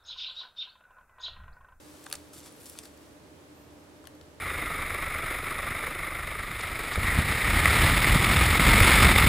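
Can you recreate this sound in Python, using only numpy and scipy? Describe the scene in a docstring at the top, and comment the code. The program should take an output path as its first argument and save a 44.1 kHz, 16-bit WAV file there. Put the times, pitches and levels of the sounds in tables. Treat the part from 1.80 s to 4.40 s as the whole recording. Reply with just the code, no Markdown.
"""Light contacts tick on a small clear plastic box as something is handled beside it in a quiet room.
Each tick is a touch and a brief slip that set the walls ringing, with a short room tail behind it.
Tiny scrapes, soft rubs and a rustle of friction grains pass, then all settles but for some last ticks.
Under it lie a wavering hum, room rumble and microphone hiss; once a very faint, thin whistle glides by."""
import sys
import numpy as np
from scipy import signal
from scipy.fft import rfft, irfft
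from scipy.io import wavfile

SR = 44100
rng = np.random.default_rng(int(sys.argv[2]) if len(sys.argv) > 2 else 0)


def dump(signal):
    """Clip the signal to [-1, 1] and save it as 16-bit WAV at the path in sys.argv[1]."""
    limited = np.clip(np.atleast_2d(signal).T, -1, 1)
    pcm = np.round(limited * 32767).astype(np.int16)
    wavfile.write(sys.argv[1], SR, pcm)


N = 114660
TIME = np.arange(N) / SR
FREQS = np.maximum(np.fft.rfftfreq(N, 1 / SR), 1)


def from_db(db):
    """Decibels to gain."""
    return 10 ** (np.asarray(db) / 20)


def unit_rms(x):
    """Scale to rms 1."""
    return x / np.sqrt(np.mean(x ** 2) + 1e-30)


def curve(points):
    """Draw a curve through (Hz, value) points on a log frequency axis."""
    hz, value = np.transpose(points)
    return np.interp(np.log(FREQS), np.log(hz), value)


def pan(left_db):
    """Channel gains that put the left side left_db above the right."""
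    return from_db(np.array([[left_db], [-left_db]]) / 2)


def stereo(pair, eq_db, likeness):
    """EQ two unrelated signals and mix them as mid and side, at rms 1; likeness near 1 is almost mono."""
    mid, side = rfft(pair) * from_db(eq_db)
    alike = np.clip(likeness, -.99, .99)
    left_right = np.sqrt(1 + alike) * mid + np.sqrt(1 - alike) * side * np.array([[1], [-1]])
    return unit_rms(irfft(left_right, N))


def noise(eq_db, likeness):
    """Coloured stereo noise at rms 1."""
    return stereo(rng.standard_normal((2, N)), eq_db, likeness)


def grains(spread_db, per_second=8000):
    """Two streams of tiny friction clicks of uneven size."""
    sizes = from_db(spread_db * np.minimum(rng.exponential(1, (2, N)), 5))
    signs = rng.choice([-1, 1], (2, N))
    return sizes * signs * (rng.random((2, N)) < per_second / SR)


# Tone of the room rumble. Each row: frequency in Hz, relative level in dB.
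RUMBLE_EQ = [(15, -70), (25, -32.5), (75, -10.5), (162, -10), (194, -13.5), (226, -11), (246, -13.5),
             (295, -3), (330, -9.5), (609, -13), (700, -15), (910, -48), (1540, -120)]
# Tone of the microphone hiss. Each row: frequency in Hz, relative level in dB.
HISS_EQ = [(410, -48), (700, -5), (787, 0), (839, -2), (1410, -6.5), (2840, -12), (11700, -21.5),
           (13300, -24.5), (15500, -30)]
# Stereo image of both, narrow lows and wide highs. Each row: frequency in Hz, left-right correlation.
ROOM_LIKENESS = [(60, 1), (130, 0.52), (290, 0.72), (640, 0.34), (1410, 0.02), (3100, 0.017), (6820, 0.038),
                 (15000, 0.052)]


def room_tone(crossover_hz=700):
    """The bed: room rumble below the crossover, microphone hiss above."""
    low_pass_db = -10 * np.log10(1 + (FREQS / crossover_hz) ** 16)
    high_pass_db = -10 * np.log10(1 + (crossover_hz / FREQS) ** 16)
    rumble = noise(curve(RUMBLE_EQ) + low_pass_db, curve(ROOM_LIKENESS))
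    hiss = noise(curve(HISS_EQ) + high_pass_db, curve(ROOM_LIKENESS))
    return from_db(-54.5) * pan(-2) * rumble + from_db(-59) * pan(-1.5) * hiss


# The tones of the hum. Each row: pitch in Hz, level in dB, half-width of the waver in Hz.
HUM_TONES = [(78.7, -65.5, 9.8), (301.8, -59, 13.6), (438, -73, 21), (495.4, -73.5, 1.5), (601.5, -69, 14)]


def hum(steady=0.75):
    """Low centred tones, each a steady sine made to waver by a narrow band of noise."""
    out = 0
    for hz, db, width_hz in HUM_TONES:
        band = rfft(rng.standard_normal(N)) / (1 + ((FREQS - hz) / width_hz) ** 2)
        waver = unit_rms(irfft(band, N))
        tone = np.sqrt(2) * np.sin(2 * np.pi * (hz * TIME + rng.random()))
        out = out + from_db(db) * (steady * tone + np.sqrt(1 - steady ** 2) * waver)
    return out


# The whistle's glide. Each row: time in seconds, pitch in Hz, level in dB.
WHISTLE_GLIDE = [(1.735, 12850, -92), (1.752, 13350, -74), (1.774, 13700, -73), (1.8, 13720, -74),
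                 (1.824, 13780, -72), (1.868, 12930, -78), (1.897, 12540, -81), (1.932, 12610, -83),
                 (2.012, 12100, -81), (2.04, 12200, -120)]


def whistle():
    """A faint, very high tone arches and sinks away."""
    times, hz, db = np.transpose(WHISTLE_GLIDE)
    level = from_db(np.interp(TIME, times, db)) * (TIME > times[0])
    phase = 2 * np.pi * np.cumsum(np.interp(TIME, times, hz)) / SR
    return level * np.sqrt(2) * np.sin(phase)


# Fader ride of the rustle. Each row: time in seconds, level in dB.
RUSTLE_FADER = [(0, -58.5), (.1, -57.3), (.25, -56.5), (.42, -60.5), (.52, -62), (.76, -58), (.93, -59),
                (1.09, -64), (1.22, -62), (1.4, -68), (2.6, -71)]
# Tone of the rustle. Each row: frequency in Hz, relative level in dB.
RUSTLE_EQ = [(400, -17), (1100, 1), (2200, -4.5), (4500, -3), (6500, -4.5), (8000, -3), (11000, -5.5),
             (16000, -13)]


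def rustle():
    """Light continuous friction that dies away as the movement stops."""
    level = from_db(np.interp(TIME, *np.transpose(RUSTLE_FADER)))
    return level * pan(1.8) * stereo(grains(spread_db=3), curve(RUSTLE_EQ), likeness=0.68)


# Rub cues. Each row: start in seconds, length in seconds, level in dB, treble tilt in dB per octave.
RUB_CUES = [(0.526, 0.071, -52, 0.5), (0.624, 0.056, -54.5, -3), (0.651, 0.018, -51, -2.5),
            (0.795, 0.05, -56, 9), (0.855, 0.012, -48.5, 1.5), (0.879, 0.029, -53, 3),
            (0.915, 0.018, -55.5, 1), (0.956, 0.046, -55.5, -2.5), (1.025, 0.035, -53.5, -2)]
# Base tone of a rub. Each row: frequency in Hz, relative level in dB.
RUB_EQ = [(500, -2), (1200, -4), (2600, -7), (4500, -2), (6800, -3), (9500, -1), (13000, -2.5),
          (16000, -16)]
# Resonances that colour a rub. Each row: centre in Hz, width in Hz, boost in dB.
RUB_RESONANCES = [(3540, 220, 6.5), (4550, 300, 4), (5550, 410, 4.5), (7530, 520, 8.5), (9500, 830, 6)]


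def rubs(attack_s=0.0067, release_s=0.023):
    """Short strokes of dense friction grains through a few resonances, each stroke brighter or duller."""
    boosts_db = sum(db / (1 + (2 * (FREQS - hz) / width) ** 2) for hz, width, db in RUB_RESONANCES)
    eq_db = curve(RUB_EQ) + boosts_db
    octaves = np.log2(np.maximum(FREQS, 2000) / 6000)  # the tilt pivots at 6 kHz, flat below 2 kHz
    out = 0
    for start, length, db, tilt_db in RUB_CUES:
        attack = np.clip((TIME - start) / attack_s, 0, 1)
        release = np.exp(-np.maximum(TIME - start - length, 0) / release_s)
        friction = stereo(grains(spread_db=4), eq_db + tilt_db * octaves, likeness=0.91)
        out = out + from_db(db) * attack * release * friction
    return pan(1.5) * out


# Scrape cues. Each row: time of the peak in seconds, half length in ms, level in dB.
SCRAPE_CUES = [(0.2634, 2.9, -45.5), (0.3552, 2.8, -36), (0.865, 2.3, -47)]
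# Tone of a scrape. Each row: frequency in Hz, relative level in dB.
SCRAPE_EQ = [(500, -5), (1500, -12), (3200, -12), (4400, -1), (6300, -4), (7300, 2), (8300, -4),
             (9100, 3.5), (10200, -9), (16000, -24)]


def scrapes():
    """An edge skids over the plastic for a few milliseconds, swelling and fading with no tap."""
    swell = 0
    for peak_s, half_ms, db in SCRAPE_CUES:
        from_peak = 1000 * (TIME - peak_s) / half_ms
        swell = swell + from_db(db) * np.exp(-np.minimum(from_peak ** 2, 50))
    return swell * pan(1) * noise(curve(SCRAPE_EQ), likeness=0.9)


# Tone of the ring left in the box and the room. Each row: frequency in Hz, relative level in dB.
REVERB_EQ = [(500, 6.5), (1000, 1), (1550, -9), (2000, -4), (4000, -8), (8000, -3.5), (11000, -10.5),
             (16000, -3.5)]


def reflections(x, level_db, t60_s, fade_in_s=0.0049):
    """Reverb return of the box and the room: a diffuse, almost mono tail."""
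    tail = noise(curve(REVERB_EQ), likeness=0.99) * np.exp(-np.log(1000) * TIME / t60_s)
    tail *= np.minimum(TIME / fade_in_s, 1)
    tail /= np.sqrt(np.sum(tail ** 2) / 2)
    return from_db(level_db) * signal.fftconvolve(x, tail, axes=1)[:, :N]


def wall_ring(push, hz, t60_s):
    """One wall mode rings from a push, trimmed to an octave band; energy 1 in each channel."""
    radius, angle = np.exp(-np.log(1000) / (t60_s * SR)), 2 * np.pi * hz / SR
    ring = signal.lfilter([1, 0, -1], [1, -2 * radius * np.cos(angle), radius ** 2], push)
    band_hz = [hz / np.sqrt(2), min(hz * np.sqrt(2), SR / 2 - 1000)]
    ring = signal.sosfilt(signal.butter(1, band_hz, "band", fs=SR, output="sos"), ring)
    return ring / np.sqrt(np.sum(ring ** 2, axis=1, keepdims=True))


# Modes of the plastic walls. Each row: frequency in Hz, relative level in dB, 60 dB decay in seconds.
WALL_MODES = [(557, -13, 0.044), (880, -16.5, 0.0069), (1205, -7, 0.025), (1360, -2.5, 0.0075),
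              (1636, -3.5, .015), (2690, -7, 0.0059), (3823, -7, 0.0087), (4330, -7.5, 0.0044),
              (5680, -5.5, 0.0076), (7030, -9, 0.0053), (7680, -11, 0.0054), (9300, -13.5, 0.0019),
              (9980, -3, 0.0079), (11500, -10, 0.0033), (12600, -9, 0.001), (15200, -11, 0.0026)]
# Contacts on the box. Each row: start in seconds, drive in dB, low-mode trim in dB, high-mode trim in dB,
# slip length in ms, pan to the left in dB, pitch ratio of the wall touched, favoured frequency in Hz,
# high cut in Hz.
TICK_CUES = [(0.2410, -34.5, -10, 2, 1.2, 3, 1.04, 7850, 15000),
             (0.2645, -28, 9.5, 1.5, 1.5, 0.5, 0.93, 3350, 9500),
             (0.3006, -31.5, 2, 5, 0.4, 2, 1.26, 9000, 16500),
             (0.3133, -25.5, -4.5, 2, 1.4, -2, 0.9, 2800, 11500),
             (0.3263, -13.5, -4.5, 9.5, 1.03, 1.5, 1.04, 4550, 12400),
             (0.3293, -39, -9, 0, 1.8, -4, 0.71, 4400, 13000),
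             (0.3362, -34, 6, -4, 1, 0, 0.92, 3800, 11000),
             (0.3382, -25, -8, -1, 0.53, 5, 1.12, 10100, 13100),
             (0.3421, -31, 10.5, 3, 0.84, -2, 0.96, 2820, 11000),
             (0.5335, -35, 1.5, 8, 4.2, 1.5, 0.92, 5900, 14000),
             (0.603, -33, -9, 1, 1.1, 1, 0.78, 5800, 12000),
             (0.724, -47.5, -6, 9, 1.1, 3, 0.93, 9500, 16200),
             (0.766, -50, -6, 8, 1, 5, 1.15, 13100, 16000),
             (0.8180, -41, -15, 4, 1.4, 6, 0.96, 9300, 15000),
             (0.857, -32.5, -11, 7.5, 1.8, 1, 1.02, 6200, 15000),
             (0.8974, -33, -22, 13.5, 1.9, 4, 1, 5500, 15000),
             (0.9345, -43, -10, 5, 1, 3, 0.9, 7500, 14000),
             (0.9527, -39.5, 4, -3, 1.4, 0, 0.9, 2500, 10000),
             (0.9757, -37, -11, -2, 1, -1, 1.07, 4900, 12000),
             (0.988, -19, -22, -4, 0.79, 1, 0.9, 8700, 16500),
             (1.0356, -36, -2, 11, 1.4, 2, 1.3, 4700, 12000),
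             (1.054, -32, -3, 4.5, 3.4, 3.5, 1.0, 4430, 13500),
             (1.1745, -44, -6, 4, 1.8, 2, 1.2, 5800, 15000),
             (2.2406, -43.5, 6, 4, 2.8, 6, 0.88, 990, 10000),
             (2.254, -36.5, -3, -6, 1.7, 10, 1.2, 3000, 11000),
             (2.2718, -28.5, 2.5, 4, 0.26, 8, 1.11, 2900, 15000),
             (2.351, -51, -9, 1, 1, 10, 1.15, 12000, 16000),
             (2.4119, -36.5, -1, -5, 1.7, 6, 1.016, 3450, 16500)]


def box_ticks(size=3000, slip_gain=0.33, slip_width=0.19, favour_db=8.5, favour_octaves=0.38):
    """Each contact is a touch and a brief slip that set the wall modes ringing; soft ones lose their top."""
    out, t = np.zeros((2, N + size)), np.arange(size) / SR
    for start_s, db, low_db, high_db, slip_ms, pan_db, ratio, favoured_hz, cut_hz in TICK_CUES:
        age = 1000 * t / slip_ms
        slip_envelope = slip_gain * (1 + 2 * age) * np.exp(-2 * age)
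        slips = slip_envelope * rng.standard_normal((len(WALL_MODES), 2, size))
        tick = 0
        for k, ((hz, mode_db, t60_s), (mid, side)) in enumerate(zip(WALL_MODES, slips)):
            trim_db = low_db * (hz < 2000) + high_db * (hz > 8000)
            # each spot drives the modes near one frequency harder
            spot_db = favour_db * np.exp(-(np.log2(ratio * hz / favoured_hz) / favour_octaves) ** 2)
            touch = (-1) ** k * (t == 0)  # polarity alternates from mode to mode
            push = touch + mid + slip_width * np.array([side, -side])
            tick = tick + from_db(db + mode_db + trim_db + spot_db) * wall_ring(push, ratio * hz, t60_s)
        tick = signal.sosfilt(signal.butter(3, cut_hz, fs=SR, output="sos"), tick)
        start = int(start_s * SR)
        out[:, start:start + size] += pan(pan_db) * tick
    return out[:, :N]


def from_the_left(x, lag_ms=0.014):
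    """The handling is a little nearer the left microphone, so the right hears it a moment later."""
    delay = np.exp(-2j * np.pi * FREQS * lag_ms / 1000)
    return np.array([x[0], irfft(rfft(x[1]) * delay, N)])


def scene():
    """The mix: ticks, their reverb and the friction layers sit slightly left, over the quiet room."""
    ticks = box_ticks()
    early = reflections(ticks, level_db=-9.5, t60_s=0.019)
    late = reflections(ticks, level_db=-10, t60_s=0.27)
    handling = ticks + early + late + scrapes() + rubs() + rustle()
    return from_the_left(handling) + hum() + room_tone() + whistle()


def record(dry, cutoff_hz=15900):
    """A steep high cut on the whole mix."""
    return signal.sosfilt(signal.ellip(10, .1, 70, cutoff_hz, fs=SR, output="sos"), dry)


dry = scene()
out = record(dry)
dump(out)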